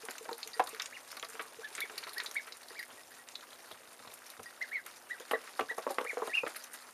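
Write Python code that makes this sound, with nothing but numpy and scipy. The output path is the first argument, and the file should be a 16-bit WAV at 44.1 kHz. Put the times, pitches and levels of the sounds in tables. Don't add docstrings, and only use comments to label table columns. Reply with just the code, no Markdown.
import sys
import numpy as np
from scipy import signal
from scipy.io import wavfile
from scipy.ndimage import uniform_filter1d

SR = 44100
rng = np.random.default_rng(int(sys.argv[2]) if len(sys.argv) > 2 else 0)


def natural_amplitude(level_db):
    exponent = np.asarray(level_db, float) / 20
    return 10 ** exponent


def transcribe(signal):
    frames = np.atleast_2d(signal).T
    limited = np.clip(frames, -1, 1)
    pcm = np.round(limited * 32767).astype(np.int16)
    wavfile.write(sys.argv[1], SR, pcm)


N = 305613


def evened(x):
    return x / np.sqrt(np.mean(x ** 2) + 1e-20)


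def peaked(x):
    return x / (abs(x).max() + 1e-20)


def add(mix, start_s, sound):
    part = mix[round(start_s * SR):][:len(sound)]
    part += sound[:len(part)]


def track(source, events):
    mix = np.zeros(N)
    for start_s, *how in events:
        add(mix, start_s, source(*how))
    return mix


def band(x, lo_hz, hi_hz):
    return signal.sosfilt(signal.butter(2, [lo_hz, min(hi_hz, SR / 2.2)], "bandpass", fs=SR, output="sos"), x)


def coloured(spectrum, patchy_db):
    frames, hz = N // 128 + 5, np.fft.rfftfreq(512, 1 / SR)
    real, imag, patches = rng.standard_normal((frames, 257, 3)).T
    patches = evened(uniform_filter1d(uniform_filter1d(patches, 10, 0), 8, 1))
    point_hz, point_db = np.transpose(spectrum)
    shape_db = np.interp(np.log(hz + 1), np.log(point_hz + 1), point_db)[:, None]
    bins = (real + 1j * imag) * natural_amplitude(shape_db + patchy_db * patches)
    return evened(signal.istft(bins, nperseg=512, noverlap=384)[1][:N])


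def burst(t, t60, grit_db):
    grit = natural_amplitude(grit_db * evened(uniform_filter1d(rng.standard_normal(len(t)), 30)))
    first = 0.68 * natural_amplitude(-60 * t / 0.0051)
    return rng.standard_normal(len(t)) * (grit + first) * natural_amplitude(-60 * t / t60) * np.minimum(t / .0002, 1)


def arch(start_s, length_s, top_hz, db, loudest, rest_hz):
    climb_s, climb_share, sag = .027, 0.916, 1.05
    swell_db, swell_share, fade_db, fade_s = 13, .8, 14, .012
    strain_hz, strain_db_per_hz, most_strain_db = 2340, 0.4, 13.5
    t = np.arange(0, length_s, .001)
    loudest_s = loudest * length_s
    top_s, late = min(climb_s, climb_share * loudest_s), t - loudest_s
    bend = np.where(t < top_s, t / top_s, 1 + (t - top_s) / (length_s - top_s))
    hz = rest_hz + (top_hz - rest_hz) * abs(np.sin(np.pi / 2 * bend)) ** sag
    width_s = np.where(late < 0, swell_share * loudest_s, fade_s)
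    under_db = np.where(late < 0, swell_db, fade_db) * (1 - np.exp(-(late / width_s) ** 2))
    strain_db = np.clip(strain_db_per_hz * (hz - strain_hz), 0, most_strain_db)
    strain_db *= rest_hz < strain_hz
    return np.transpose([start_s + t, hz, db - under_db - strain_db])


def peep(contour):
    throat_hz, throat_width_hz = 3570, 780
    s, hz, db = np.transpose(contour)
    t = np.arange(s[0], s[-1], 1 / SR)
    tremble = [evened(uniform_filter1d(v, 150))[:len(t)] for v in rng.standard_normal((2, 8000))]
    hz = uniform_filter1d(np.interp(t, s, hz), 250) * (1 + 0.0024 * tremble[0])
    wobble_db = 2.2 * tremble[1]
    phase = 2 * np.pi * np.cumsum(hz) / SR
    throat = 1 / (1 + ((2 * hz - throat_hz) / throat_width_hz) ** 2)
    overtone = natural_amplitude(-22) * (throat + .13) * np.sin(2 * phase)
    tone = np.sin(phase) + overtone + natural_amplitude(-44) * np.sin(3 * phase)
    level = natural_amplitude(uniform_filter1d(np.interp(t, s, db), 150) + wobble_db + 5.0)
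    return band(level * tone * signal.windows.tukey(len(t), .15), 700, 12000)


def duckling_voices():
    # start_s, length_s, top_hz, level_db, loudest moment (share of length 0-1)
    peeps = [(0.923, 0.056, 2890, -41, .7), (1.629, .052, 1750, -45.5, 0.46),
             (1.807, 0.058, 2285, -37, 0.37), (2.159, 0.063, 1940, -41, 0.46),
             (2.353, 0.053, 2270, -35.5, 0.39), (2.749, 0.067, 2340, -47.5, 0.8),
             (4.607, 0.044, 2093, -35.5, .36), (4.711, .094, 2254, -38, 0.6),
             (5.097, .06, 1955, -39.5, 0.36), (5.332, 0.032, 1977, -34, 0.31),
             (5.688, 0.043, 1960, -36.5, .45), (6.058, 0.067, 2436, -35.5, 0.66)]
    # start_s, length_s, top_hz, level_db, loudest moment (share 0-1)
    squeaks = [
        (1.818, 0.027, 3530, -45.5, 0.2),
        (2.361, 0.033, 3820, -53, 0.46),
    ]
    # time_s, pitch_hz, level_db
    warble = [
        (6.31, 1686, -44),
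        (6.325, 1773, -48),
        (6.345, 2770, -31.5),
        (6.36, 2806, -29.5),
        (6.37, 2740, -38),
        (6.381, 2460, -30),
        (6.395, 2810, -41),
        (6.41, 2400, -49),
        (6.445, 2560, -53),
    ]
    contours = [arch(*row, rest_hz=1459) for row in peeps]
    contours += [arch(*row, rest_hz=3150) for row in squeaks] + [warble]
    return track(peep, [(contour[0][0], contour) for contour in contours])


def snap(db, hz, fizz_db, t60):
    t = np.arange(4000) / SR
    swell = np.minimum(t / (1.2 * t60 ** 2), 1)
    crack = burst(t, max(t60, .008), 4.9) * swell
    ring = peaked(band(crack, hz * 0.877, hz * 1.118))
    wide = peaked(band(crack, 1820, 5060))
    fizz = peaked(band(crack, 8960, 12300))
    return natural_amplitude(db) * peaked(ring + 0.93 * wide) + natural_amplitude(fizz_db + 8.5) * fizz


def bills_and_feet():
    # start_s, peak_db, centre_hz, fizz_db
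    clicks = [(.1807, -34, 6600, -50), (.3297, -28.5, 3890, -47), (.38, -67, 7180, -47),
              (.4743, -31.5, 6150, -41.5), (.596, -34.5, 3760, -44.5), (.7974, -24, 3870, -64),
              (.8195, -25, 5300, -44), (.858, -27, 6960, -61), (1.196, -31, 6560, -61),
              (1.2266, -28.5, 3360, -45.5), (1.2467, -35, 4270, -50), (1.412, -37.5, 3660, -48),
              (1.8046, -28, 3870, -36), (2.0363, -33, 3900, -55), (2.0929, -34, 4200, -48.5),
              (2.202, -24.5, 4000, -61), (2.3122, -32.5, 5470, -45), (3.2865, -33, 7600, -66),
              (3.4082, -42, 3560, -66), (3.5049, -46, 3660, -69), (4.626, -38, 4400, -58),
              (4.8634, -36.5, 6260, -43), (4.929, -54, 8000, -70), (5.3103, -28, 3000, -64),
              (5.5338, -44, 3920, -65), (5.608, -31.5, 2830, -66), (5.781, -36.5, 6550, -44),
              (6.0105, -38, 3410, -56), (6.8234, -48, 4160, -70)]
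    # start_s, peak_db, centre_hz, fizz_db
    crunches = [(.1074, -31, 6630, -41.5), (.4289, -28, 4070, -65), (.532, -35.5, 4100, -62),
                (.7472, -39, 3870, -49), (1.1677, -37, 4000, -49), (1.736, -53, 4270, -72),
                (1.7505, -28.5, 7800, -66), (1.775, -40, 3800, -51), (1.9783, -26.5, 4300, -42.5),
                (2.075, -42, 3900, -55), (2.1798, -29.5, 4330, -42.5), (2.26, -29.5, 3840, -49),
                (2.5215, -33, 4220, -65), (2.6304, -42.5, 4170, -59), (2.6833, -39.5, 4220, -52),
                (2.7916, -36, 4150, -48.5), (3.3527, -27, 3770, -61), (3.5292, -42, 3650, -59),
                (4.074, -42, 3800, -62), (4.112, -46, 3500, -62), (4.1375, -42, 8430, -47),
                (4.264, -43, 5400, -55), (4.3006, -40, 3950, -47), (4.4304, -42, 6000, -49),
                (5.1983, -37.5, 6700, -53), (5.575, -55, 5470, -68), (5.695, -50, 3840, -53),
                (5.9856, -52, 3090, -51), (6.2721, -40.5, 3670, -47)]
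    # start_s, peak_db, centre_hz, fizz_db
    scrapes = [(.0962, -41, 4700, -51), (.671, -31, 3980, -44.5), (1.1139, -37.5, 4900, -47),
               (1.6423, -40, 3550, -69), (2.131, -37, 3840, -47.5), (3.7123, -41.5, 3440, -49),
               (5.3118, -41, 3730, -42.5), (5.594, -33, 3260, -46.5), (5.906, -40, 3770, -42),
               (6.56, -37, 4380, -41), (6.6371, -34.5, 5630, -44.5)]
    # start_s, peak_db, centre_hz, fizz_db, t60_s
    faint = [
        (0.692, -41.5, 2470, -68, 0.14),
        (2.6985, -44, 4430, -55, 0.035),
        (2.827, -35, 2070, -49, 0.041),
        (2.8987, -41, 3000, -68, 0.08),
        (3.103, -45, 1850, -54, 0.075),
        (4.685, -44, 1690, -56, 0.046),
        (6.7338, -41, 1790, -48, 0.091),
    ]
    events = list(faint)
    for table, t60 in ((clicks, 0.021), (crunches, 0.034), (scrapes, 0.05)):
        events += [(*row, t60) for row in table]
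    return track(snap, events)


def tap(first_db, second_db, second_hz):
    # pitch_hz, t60_s
    dish = [
        (1903, 0.17),
        (4850, 0.071),
        (8820, 0.41),
    ]
    t = np.arange(8000) / SR
    levels_db = (first_db, second_db, second_db - 15)
    shifts = (1, second_hz / dish[1][0], 1)
    return sum(natural_amplitude(db - 60 * t / t60) * np.sin(2 * np.pi * hz * shift * t)
               for db, (hz, t60), shift in zip(levels_db, dish, shifts))


def dish_taps():
    # start_s, first_mode_db, second_mode_db, second_mode_hz
    taps = [
        (0.5397, -47.5, -39.5, 4770),
        (2.6998, -52, -50, 4770),
        (2.792, -42.5, -43.5, 4840),
        (2.9794, -52.5, -75, 4840),
        (3.119, -58, -57, 4800),
        (3.1903, -52, -73, 4840),
        (4.459, -43.5, -49, 4850),
        (5.2804, -58, -69, 4800),
        (6.2953, -40.5, -68, 4720),
        (6.603, -60, -49.5, 4860),
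    ]
    return track(tap, taps)


def knock(db, hz, bright_db, t60):
    # pitch_hz, level_db
    tub = [(250, 24), (330, -30.5), (445, -5.5), (600, -4), (850, -3), (1200, -4), (1600, -63)]
    t = np.arange(7000) / SR
    modes_hz = np.geomspace(280, 1600, num=20) * rng.uniform(1.0, 1.05, 20)
    modes_hz[abs(modes_hz - hz).argmin()] = hz
    wall_hz, wall_db = np.transpose(tub)
    struck_db = 6 * np.exp(-(np.log2(modes_hz / hz) / 0.094) ** 2)
    struck_db -= 13 * np.maximum(np.log2(hz / modes_hz), 0)
    modes_db = np.interp(np.log(modes_hz), np.log(wall_hz), wall_db) + struck_db + 2.5 * rng.standard_normal(20)
    modes_t60 = .09 * (500 / modes_hz) ** .9
    ring = natural_amplitude(modes_db) @ (natural_amplitude(-60 * t / modes_t60[:, None]) * np.sin(2 * np.pi * modes_hz[:, None] * t))
    blows = burst(t, max(t60, .015), 5)
    body = band(band(signal.oaconvolve(ring, blows)[:len(t)], 330, 2330), 248, 2340)
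    slap = peaked(band(blows, 1080, 2324))
    return natural_amplitude(db) * (peaked(body) + natural_amplitude(bright_db) * slap)


def tub_knocks():
    # start_s, peak_db, strongest_hz,
    # brightness_db
    bumps = [(0.085, -33, 428, 4.5), (.254, -41.5, 644, 1), (0.29, -28, 930, -11), (.311, -33, 467, -15),
             (0.595, -14.5, 759, -9), (1.896, -40, 436, 5), (2.705, -43.5, 425, 4), (3.711, -39.5, 577, -2),
             (4.0, -45, 463, -4), (4.048, -44.5, 470, -4), (4.073, -40.5, 800, -2.5), (4.394, -37, 590, -7),
             (5.199, -39, 507, -9), (5.312, -22, 804, -1.5), (5.333, -19, 455, -20), (5.593, -18, 1160, -9),
             (5.607, -25, 450, -9), (5.711, -35, 460, -17), (5.778, -27, 467, -27),
             (5.866, -21.5, 586, -19), (5.903, -28.5, 565, -17), (5.983, -18.5, 437, -4.5),
             (6.01, -28.5, 409, -9), (6.048, -33.5, 427, -1.5), (6.131, -35, 565, -36),
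             (6.17, -24, 494, -14), (6.219, -23, 431, -29), (6.274, -27.5, 425, -20),
             (6.434, -27, 570, -29)]
    # start_s, peak_db, brightness_db
    clacks = [(.674, -35.5, 0), (0.747, -45.5, 13), (0.764, -48, 9), (.797, -50.5, 20.5),
              (1.127, -50.5, 15.5), (1.147, -45, -1), (1.169, -38, 3.5), (1.229, -35.5, 3.5),
              (1.353, -37, 2.5), (1.394, -31.5, 2.5), (1.78, -41.5, 12), (1.976, -45, 6.5),
              (2.028, -54.5, 21), (2.068, -37.5, 4), (2.199, -50.5, 22.5), (2.243, -40, -2),
              (2.472, -47.5, 9.5), (4.861, -49, 12), (5.439, -42, 0), (5.473, -43.5, 6.5),
              (6.199, -34, -24), (6.464, -29, 1.5), (6.558, -43, 5.5)]
    bump_t60, clack_t60, rim_hz = 0.042, 0.088, 1155
    events = [(*row, bump_t60) for row in bumps]
    events += [(s, db, rim_hz, bright_db, clack_t60) for s, db, bright_db in clacks]
    return track(knock, events)


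def peck(db, hz):
    t = np.arange(5000) / SR
    pair = np.sin(2 * np.pi * hz * t) + 0.28 * np.sin(2 * np.pi * (hz * 1.12 * t + rng.random()))
    return natural_amplitude(db - 60 * t / 0.1) * np.minimum(t / 0.0011, 1) * pair


def floor_pecks():
    # start_s, peak_db
    pecks = [(0.034, -42), (.088, -60), (0.209, -44), (.281, -48), (0.46, -46), (.565, -45.5), (.731, -42),
             (1.286, -54), (1.344, -47.5), (1.454, -53), (1.587, -41.5), (1.713, -52), (1.785, -43.5),
             (1.838, -46), (1.896, -57), (1.941, -51.5), (2.004, -51), (2.065, -49), (2.121, -56),
             (2.169, -49.5), (2.224, -50.5), (2.284, -51), (2.712, -49)]
    panel_hz, loaded_hz, loaded_from_s = 446.3, 407, 1.65
    return track(peck, [(s, db, panel_hz if s < loaded_from_s else loaded_hz) for s, db in pecks])


def thud(db):
    t = np.arange(8000) / SR
    return natural_amplitude(db) * peaked(band(burst(t, 0.12, 2.5) * np.minimum(t / 0.013, 1), 100, 246))


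def step_thuds():
    # start_s, peak_db
    steps = [
        (0.278, -62),
        (3.121, -66),
        (3.712, -60),
        (3.994, -60),
        (4.062, -58),
        (4.388, -56),
        (5.601, -55),
        (6.425, -60),
    ]
    return track(thud, steps)


def husk(db):
    return natural_amplitude(db) * peaked(band(burst(np.arange(2000) / SR, 0.052, 1.3), 6630, 0.925 * 12300))


def husk_cracks():
    # start_s, peak_db
    husks = [(0.0514, -35.5), (0.227, -40), (0.6385, -36), (0.691, -32), (1.286, -40), (1.298, -39),
             (1.3483, -42), (1.4217, -38), (1.6881, -45), (2.235, -33.5), (2.3446, -36), (2.5697, -39),
             (4.863, -44), (6.0433, -39), (6.4776, -36.5), (6.4953, -39), (6.733, -36), (6.749, -48)]
    return track(husk, husks)


def rustle():
    # time_s, level_db
    activity = [
        (0.0, -51.5),
        (0.81, -54),
        (0.98, -53.5),
        (2.31, -53),
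        (2.59, -55),
        (4.86, -56),
        (6.31, -51),
        (6.93, -54),
    ]
    # pitch_hz, level_db per Hz
    bedding = [(88, -68), (150, -58), (424, -21), (706, -4.5), (1250, -1.5), (2960, -10.5), (10200, -11),
               (14200, -23.5), (16300, -53)]
    cracks = natural_amplitude(2.0 * np.minimum(rng.exponential(1, N), 3.5)) * (rng.random(N) < 400 / SR)
    puffs = evened(signal.oaconvolve(cracks, natural_amplitude(-60 * np.arange(2000) / SR / 0.1))[:N])
    ticks, colour = cracks * (rng.random(N) < .3), rng.integers(0, 5, N)
    grain = burst(np.arange(600) / SR, .012, 5)
    fine = np.zeros(N)
    for k, hz in enumerate([1180, 1800, 3000, 4300, 6150]):
        ticking = signal.oaconvolve(ticks * (colour == k), grain)[:N]
        fine += band(ticking, hz, 1.8 * hz) / np.sqrt(hz)
    s, db = np.transpose(activity)
    shavings = evened(coloured(bedding, 2.5) * (.2 + puffs))
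    return natural_amplitude(np.interp(np.arange(N) / SR, s, db) - 2) * (shavings + natural_amplitude(-4.5) * evened(fine))


def rumble():
    lumps = natural_amplitude(3.5 * evened(uniform_filter1d(rng.standard_normal(N), 3500)))
    return natural_amplitude(-83.5) * lumps * evened(band(rng.standard_normal(N), 74, 370))


def hum():
    # time_s, pitch_hz, level_db
    drift = [
        (0, 107.2, -101),
        (.8, 110, -83),
        (1.0, 116, -81),
        (1.8, 118, -81),
        (2, 100.7, -84),
        (6.93, 100, -94),
    ]
    t, (s, hz, db) = np.arange(N) / SR, np.transpose(drift)
    drone = natural_amplitude(np.interp(t, s, db)) * np.sin(2 * np.pi * np.cumsum(np.interp(t, s, hz)) / SR)
    waver = natural_amplitude(1.5 * evened(uniform_filter1d(rng.standard_normal(N), 6000)))
    return drone + waver * natural_amplitude(-74) * np.sin(2 * np.pi * 248 * t)


def room_air():
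    # pitch_hz, level_db per Hz
    air = [(24, -52), (40, -38), (168, -51), (251, -4), (357, 3), (605, 6), (1500, -7), (2800, -9),
           (7290, -31), (7860, -8), (9860, -9.5), (14400, -10.5), (16300, -42)]
    return natural_amplitude(-58.5 - 3.0) * coloured(air, 2.0)


def room(x, t60):
    echoes, at = np.zeros(SR // 2), np.arange(100, SR // 2 - 20, 20)
    echoes[at + rng.integers(0, 20, len(at))] = rng.choice([-1., 1.], len(at))
    echoes *= natural_amplitude(-60 * np.arange(len(echoes)) / SR / t60)
    return signal.oaconvolve(x, echoes / np.linalg.norm(echoes))[:N]


def scene():
    voices = duckling_voices()
    hits = bills_and_feet() + dish_taps() + tub_knocks() + floor_pecks() + step_thuds() + husk_cracks()
    wet = natural_amplitude(-8.5) * room(voices, 0.15) + natural_amplitude(-9.5) * room(hits, 0.17)
    background = rustle() + rumble() + hum() + room_air()
    return (voices + hits + wet + background)[None]


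def low_pass(x):
    return signal.sosfilt(signal.butter(12, 16450, fs=SR, output="sos"), x)


def record(dry):
    whine_hz, edge_hz = 7867, 15300
    notched = dry
    for sharpness in (22, 40):
        notched = signal.lfilter(*signal.iirnotch(whine_hz - 12, sharpness, SR), notched)
    whine = natural_amplitude(-83) * np.sin(2 * np.pi * whine_hz * np.arange(N) / SR)
    below = signal.oaconvolve(notched, signal.firwin(511, edge_hz, fs=SR)[None], "same")
    mix = below + natural_amplitude(-34) * (notched - below) + whine
    return low_pass(mix)


dry = scene()
out = record(dry)
transcribe(out)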